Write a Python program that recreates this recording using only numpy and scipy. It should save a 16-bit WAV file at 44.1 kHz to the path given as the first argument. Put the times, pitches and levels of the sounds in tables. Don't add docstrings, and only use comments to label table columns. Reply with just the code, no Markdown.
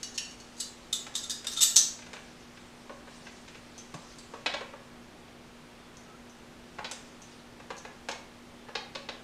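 import sys
import numpy as np
from scipy import signal
from scipy.fft import rfft, irfft
from scipy.io import wavfile
from scipy.ndimage import uniform_filter1d

SR = 44100
rng = np.random.default_rng(int(sys.argv[2]) if len(sys.argv) > 2 else 0)


def gain_from_decibels(decibels):
    exponent = np.asarray(decibels, float) / 20
    return 10 ** exponent


def put_to_file(sound):
    columns = np.atleast_2d(sound).T
    safe = np.clip(columns, -1, 1)
    whole_steps = np.round(safe * 32767)
    wavfile.write(sys.argv[1], SR, whole_steps.astype(np.int16))


N = 407043
HZ = np.fft.rfftfreq(1024, 1 / SR)


def unit(x):
    return x / np.sqrt(np.sum(x ** 2) + 1e-20)


def read(points, hz):
    f, value = np.transpose(points)
    return np.interp(np.log(hz + 1), np.log(f + 1), value)


def add(mix, start_s, sound):
    part = mix[round(start_s * SR):][:len(sound)]
    part += sound[:len(part)]


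def click(spectrum_db):
    mirrored_db = np.r_[spectrum_db, spectrum_db[-2:0:-1]]
    log_gain = np.log(gain_from_decibels(mirrored_db))
    return np.fft.ifft(np.exp(signal.hilbert(log_gain).conj())).real[:512]


def ring(hz, level_db, t60_s):
    t = np.arange(SR // 3)[:, None] / SR
    contact = 1 - np.exp(-(t / 0.00047) ** 2)
    decay = gain_from_decibels(level_db - 60 * t / np.clip(t60_s, .003, .3))
    return contact * decay * np.sin(2 * np.pi * hz * t)


def chatter(seconds, fade_db, spread_db, count):
    when, size, sign = rng.random((count, 3)).T
    when[0], size[0] = 0, .6
    happens = np.arange(count) < 1 + 900 * seconds
    length = int(max(seconds, .0005) * SR) + 2
    contacts = happens * gain_from_decibels(spread_db * size - fade_db * when) * np.sign(sign - .5)
    train = np.zeros(4096)
    np.add.at(train, (when * length).astype(int), contacts)
    z = rfft(train)
    even = irfft(z / np.sqrt(uniform_filter1d(abs(z) ** 2, 40)))
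    return unit(even[:length + 100])


def noise(spectrum_db):
    a, b = rng.standard_normal((N // 256 + 5, len(HZ), 2)).T
    shaped = (a + 1j * b) * gain_from_decibels(spectrum_db)
    sound = signal.istft(shaped, nperseg=1024, noverlap=768)[1][:N]
    return unit(sound) * np.sqrt(N)


# (pitch_hz [Hz], level_db [dB])
HISS_COLOUR = [(20, -7), (40, -7), (70, -18), (150, -7), (210, -11), (240, -13.5), (280, -9.5), (350, -10),
               (520, -13), (1100, -16.5), (3300, -23), (10000, -36.5), (15500, -47)]
HISS_DB = -52.5


def hiss():
    return gain_from_decibels(HISS_DB) * noise(read(HISS_COLOUR, HZ)[:, None])


# (pitch_hz [Hz], level_db [dB rms before the sway])
HUM = [(120, -77.5), (240, -57.5), (360, -69)]


def fridge():
    t = np.arange(N) / SR
    out = np.zeros(N)
    for pitch_hz, level_db in HUM:
        wander = rng.standard_normal((N, 2)).T
        sway, drift = uniform_filter1d(uniform_filter1d(wander, 1500), 1500)
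        tone = np.sin(2 * np.pi * pitch_hz * t + 5.0 * drift)
        out += gain_from_decibels(level_db + 60.0 * sway) * np.sqrt(2) * tone
    return out


# (time_s [s], level_db [dB])
RUSTLE = [(0, -58), (1, -61), (2.2, -60.5), (3.05, -63.5), (3.15, -55.5), (3.45, -60), (3.7, -61.5),
          (4.1, -57.5), (5, -68.5), (6.601, -68), (7.05, -58), (7.2, -64.5), (7.33, -59.5), (7.5, -67),
          (8, -65), (8.4, -68), (9.23, -67)]
# (pitch_hz [Hz], level_db [dB])
RUSTLE_COLOUR = [(300, -15), (1000, -1.5), (2500, 5.5), (6000, 6), (9000, -1.5), (13000, -34)]


def rustle():
    grain = rng.standard_normal((N // 256 + 5, len(HZ))).T
    patches = uniform_filter1d(uniform_filter1d(grain, 30, 0), 6, 1)
    patches_db = 2.5 * patches / patches.std()
    level_db = np.interp(np.arange(N) / SR, *np.transpose(RUSTLE))
    return gain_from_decibels(level_db) * noise(read(RUSTLE_COLOUR, HZ)[:, None] + patches_db)


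def spoon(modes):
    hz, level_db = np.transpose(modes)
    split_hz = rng.uniform(48, 130, len(hz))
    free = ring(hz, level_db, .15) + ring(hz - split_hz, level_db - 5, .08)
    touching = ring(hz, level_db + 11.5, 0.014)
    return (free + touching) / (3 * len(hz))


# (start_s [s], level_db [dB], chatter_s [s],
# place [spoons round the ring, wrapping], ring_db [dB, ring against crack])
CLINKS = [(.0305, -21.5, .005, 5.5, 3), (.143, -32, .018, 6, -1.5), (.178, -18, .007, .15, 2),
          (.311, -37.5, 0.0037, 5.9, -1), (.401, -38, .0065, 5.6, 3.5), (.568, -33, .034, 7, -3),
          (.6006, -23, .0078, 1.52, 10), (.612, -29, 0.021, 0.48, 5), (.9275, -19.5, .0074, 2.57, 10.5),
          (.95, -28, 0.024, 3.5, 6), (1.14, -37.5, .014, 3.05, 2.5), (1.1524, -20.5, .008, 3.52, 11),
          (1.175, -26, .016, 4.3, 3.5), (1.234, -29, 0.013, 3.2, 7.5), (1.297, -23.5, .0044, 3.46, 9),
          (1.3043, -21, 0.013, 3.8, 7.5), (1.468, -31, 0.0074, 3.68, 22.5), (1.515, -26, 0.027, 4.4, 11),
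          (1.565, -21.5, .029, 3.3, 8), (1.607, -19.5, 0.0064, 2.4, 12.5), (1.613, -5.5, .017, 2.27, 8),
          (1.633, -13, .004, 2.1, 14), (1.7595, -12, .005, 2.1, 11.5), (1.7658, -0.5, .0011, 4.63, 3),
          (1.769, -6, 0.0025, 4.97, -5), (1.7733, -16, 0.0018, 7.85, 6), (1.777, -15, .0043, 5.7, -2),
          (1.790, -33, .018, 4.95, 0), (3.779, -34.5, 0.015, 5.05, 6.5), (4.184, -38.5, .0085, 1.45, 7),
          (5.97, -40, .0029, 4.9, 3), (6.296, -47, .0064, 5.05, 4), (7.219, -37.5, .0059, 5.05, 2),
          (7.768, -33.5, 0.02, 5.3, 1.5), (8.112, -34, .012, 4, -9)]
# (pitch_hz [Hz], level_db [dB])
SPOONS = [
    [(4090, 3), (4700, 3), (5280, -4), (5500, -15.5), (7100, -13.5), (7645, -1), (9070, -5.5), (10850, -10)],
    [(1360, -11.5), (3630, 3.5), (4300, -5.5), (6750, -6), (7595, -2.5), (9060, -14), (10300, -11.5),
     (13500, -24)],
    [(1650, -15), (3755, -1.5), (4930, 0.5), (5830, -9), (6600, -13.5), (8130, -7), (10280, -25),
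     (12150, -19.5), (12600, -18.5)],
    [(3250, -9), (5620, -13), (5985, -3), (6140, 2), (6380, -4), (6612, -14.5), (8720, -11), (9000, -21),
     (10900, -22)],
    [(3690, -9.5), (7000, -3.5), (7350, -19), (7795, 2.5), (8830, -12), (10800, -28), (11500, -18),
     (12000, -14), (14200, -37)],
    [(1790, -10.5), (2900, -2.5), (4500, 4.5), (5600, 1.5), (6500, -10.5), (9150, -12.5), (10800, -15)],
]
# (pitch_hz [Hz], level_db [dB])
CRACK = [(300, -38), (800, -20.5), (1700, -34.5), (2400, -51.5), (3600, -2), (5000, -4.5), (6500, 7),
         (8300, -10), (10000, -22), (12500, -22.5), (15500, -43), (17000, -96.5)]
HANG = np.array([1, 3, 4, 5, 2, 0])
NEIGHBOUR_DB, FAR_DB = 20, 16.5
LEAST_REACH = .6
SCATTER_DB = 1.5


def spoons(places):
    crack = click(read(CRACK, HZ))
    crack = crack / abs(crack).max()
    rings = np.hstack([spoon(modes) for modes in SPOONS])
    hz = np.vstack(SPOONS)[:, 0]
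    modes_each = [len(modes) for modes in SPOONS]
    for k, (start_s, level_db, chatter_s, place, top_db) in enumerate(CLINKS):
        away = (HANG - place + len(HANG) / 2) % len(HANG) - len(HANG) / 2
        spoon_db = top_db - np.minimum(NEIGHBOUR_DB * away ** 2, FAR_DB)
        fade_db = max(9.0 - 450 * chatter_s, -2.5)
        blows = chatter(chatter_s, fade_db, 17.0, count=24)
        reach = abs(signal.freqz(blows, worN=hz, fs=SR)[1])
        mode_db = np.repeat(spoon_db, modes_each) + SCATTER_DB * rng.standard_normal(len(hz))
        sound = rings @ (gain_from_decibels(mode_db) / np.maximum(reach, LEAST_REACH))
        add(sound, 0, crack)
        add(places[k % 3], start_s, gain_from_decibels(level_db) * signal.fftconvolve(blows, sound))


# (pitch_hz [Hz], t60_s [s])
ROOM = [(300, 0.22), (1500, 0.6), (4000, 0.36), (7000, 0.4), (10000, 0.31), (13000, 0.31), (15500, 0.66)]


def kitchen(x):
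    taps, at = np.zeros(SR), np.arange(60, SR - 20, 20)
    taps[at + rng.integers(0, 20, len(at))] = rng.choice([-1., 1.], len(at))
    hz, t, z = signal.stft(taps, SR, nperseg=128)
    early = 1 + gain_from_decibels(5.5 - 60 * t / 0.036)
    decay = gain_from_decibels(-60 * t / read(ROOM, hz)[:, None])
    tail = signal.istft(z * early * decay, SR, nperseg=128)[1]
    z = rfft(tail, 2 * SR)
    power = abs(z) ** 2
    flatten = np.sqrt(uniform_filter1d(power, 4000) / uniform_filter1d(power, 300))
    echoes = irfft(z * flatten)[:SR]
    return signal.fftconvolve(x, unit(echoes))[:N]


# (start_s [s], level_db [dB], snap_hz [Hz],
# thud_db [dB over the snap], fall_db [dB per octave above the snap])
KNOCKS = [(1.066, -24.5, 1300, -11, 4.5), (1.445, -23.5, 1300, -15, 0.5), (1.989, -31.5, 1400, -20, 3.5),
          (2.022, -34, 2610, -21, 12), (2.064, -30.5, 1540, -9, 6), (2.132, -23.5, 1400, -16, 5.5),
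          (2.164, -30, 2600, -14, 14), (2.573, -36, 2200, -18, 9), (2.896, -28.5, 2200, 14, 15),
          (3.074, -35, 1300, -3.5, 12), (3.268, -29.5, 2280, -23, 11.5), (3.48, -31, 2600, -13, 8),
          (3.548, -33, 2620, -22, 14), (3.941, -24, 1300, 18.5, -0.5), (4.337, -27.5, 3020, 21, 7),
          (4.461, -9, 3480, -1.5, 19.5), (4.539, -15, 3630, 6.5, 18), (4.609, -25, 2600, 10, 13),
          (4.734, -31.5, 2570, 39, 6), (6.786, -22, 1282, 0, 12), (6.845, -18.5, 4350, -4, 23),
          (6.913, -17.5, 7100, 0, -11), (7.6, -34, 1510, 8, 7.5), (7.704, -21.5, 1300, 1, 8.5),
          (7.85, -26.5, 2000, 5.5, 11), (8.087, -14, 2560, 6.5, 7), (8.114, -22.5, 5500, 2, 29.5),
          (8.686, -31, 1300, 4, 10.5), (8.753, -13.5, 4480, 2.5, 29), (8.951, -18.5, 4420, 4, 21),
          (9.088, -19, 4170, 3.5, 24.5)]
PARTS_HZ = [560, 900, 1300, 1800, 2300, 2900, 3600, 4500, 5600, 7500]
# (pitch_hz [Hz], level_db [dB], t60_s [s])
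JAR = [(551, 9, 0.028), (906, -2.5, .016), (1123, 6.5, 0.012), (1690, 1, 0.016), (2375, -4.5, 0.0099),
       (2604, 8, 0.0058), (3360, 2.5, 0.0068), (3850, 12, 0.0055), (4150, -6, 0.0062), (5010, 5, 0.01),
       (6270, 8, .012)]
THUD_FALL_DB = 4
SNAP_RISE_DB = 2
JAR_RING_DB = -38.5
GRIP = .025


def jars(places):
    hz, mode_db, t60_s = np.transpose(JAR)
    for k, (start_s, level_db, snap_hz, thud_db, fall_db) in enumerate(KNOCKS):
        above = np.log2(np.divide(PARTS_HZ, snap_hz))
        snap = gain_from_decibels(np.where(above < 0, SNAP_RISE_DB * above, -fall_db * above))
        octaves = np.log2(np.divide(PARTS_HZ, PARTS_HZ[0]))
        thud = gain_from_decibels(thud_db - THUD_FALL_DB * octaves ** 2)
        part_db = 20 * np.log10(np.hypot(snap, thud))
        colour = [(60, part_db[0] - 40), (330, part_db[0] - 13), *zip(PARTS_HZ, part_db),
                  (11000, part_db[-1] - 17.5), (16000, part_db[-1] - 40.5)]
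        held_hz = hz * rng.uniform(1 - GRIP, 1 + GRIP, len(hz))
        sound = ring(held_hz, mode_db + read(colour, hz) + JAR_RING_DB, t60_s).sum(1)
        add(sound, 0, click(read(colour, HZ)))
        sound = sound / abs(sound).max()
        blows = chatter(.008, fade_db=1, spread_db=5.5, count=12)
        add(places[k % 3], start_s, gain_from_decibels(level_db) * signal.fftconvolve(blows, sound))


# (start_s [s], level_db [dB], pitch_hz [Hz])
BUMPS = [(3.947, -40, 161), (6.792, -45.5, 200)]


def bumps(mix):
    for start_s, level_db, pitch_hz in BUMPS:
        add(mix, start_s, ring(np.array([pitch_hz]), level_db, t60_s=0.09)[:, 0])


# (start_s [s], length_s [s], pitch_hz [Hz], level_db [dB])
WHISTLES = [(5.74, .15, 3430, -77), (6.05, .11, 1300, -66), (8.53, .13, 3450, -74),
            (8.655, .07, 1660, -64.5)]


def whistles(mix):
    for start_s, length_s, pitch_hz, level_db in WHISTLES:
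        n = int(length_s * SR)
        waver = uniform_filter1d(rng.standard_normal(SR // 2), 600)[:n]
        phase = 2 * np.pi * np.cumsum(pitch_hz * (1 + .6 * waver)) / SR
        tone = (1 + 18 * waver) * np.sin(phase)
        add(mix, start_s, gain_from_decibels(level_db) * np.sqrt(2) * tone * signal.windows.tukey(n, .4))


def scene():
    places = np.zeros((3, N))
    spoons(places)
    jars(places)
    whistles(places[0])
    bumps(places[1])
    wet = sum(kitchen(x) for x in places)
    floor = hiss() + fridge() + rustle()
    return (gain_from_decibels(1.5) * places.sum(0) + gain_from_decibels(3.5) * wet + floor)[None]


def top_cut(x):
    return signal.sosfilt(signal.butter(12, 15690, fs=SR, output="sos"), x)


def record(dry):
    ceiling = .93
    soft = dry / (1 + abs(dry / ceiling) ** 6) ** (1 / 6)
    low_pass = signal.firwin(255, 15650, window=("kaiser", 8), fs=SR)
    mix = signal.oaconvolve(soft, low_pass[None], "same")
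    return top_cut(mix)


dry = scene()
out = record(dry)
put_to_file(out)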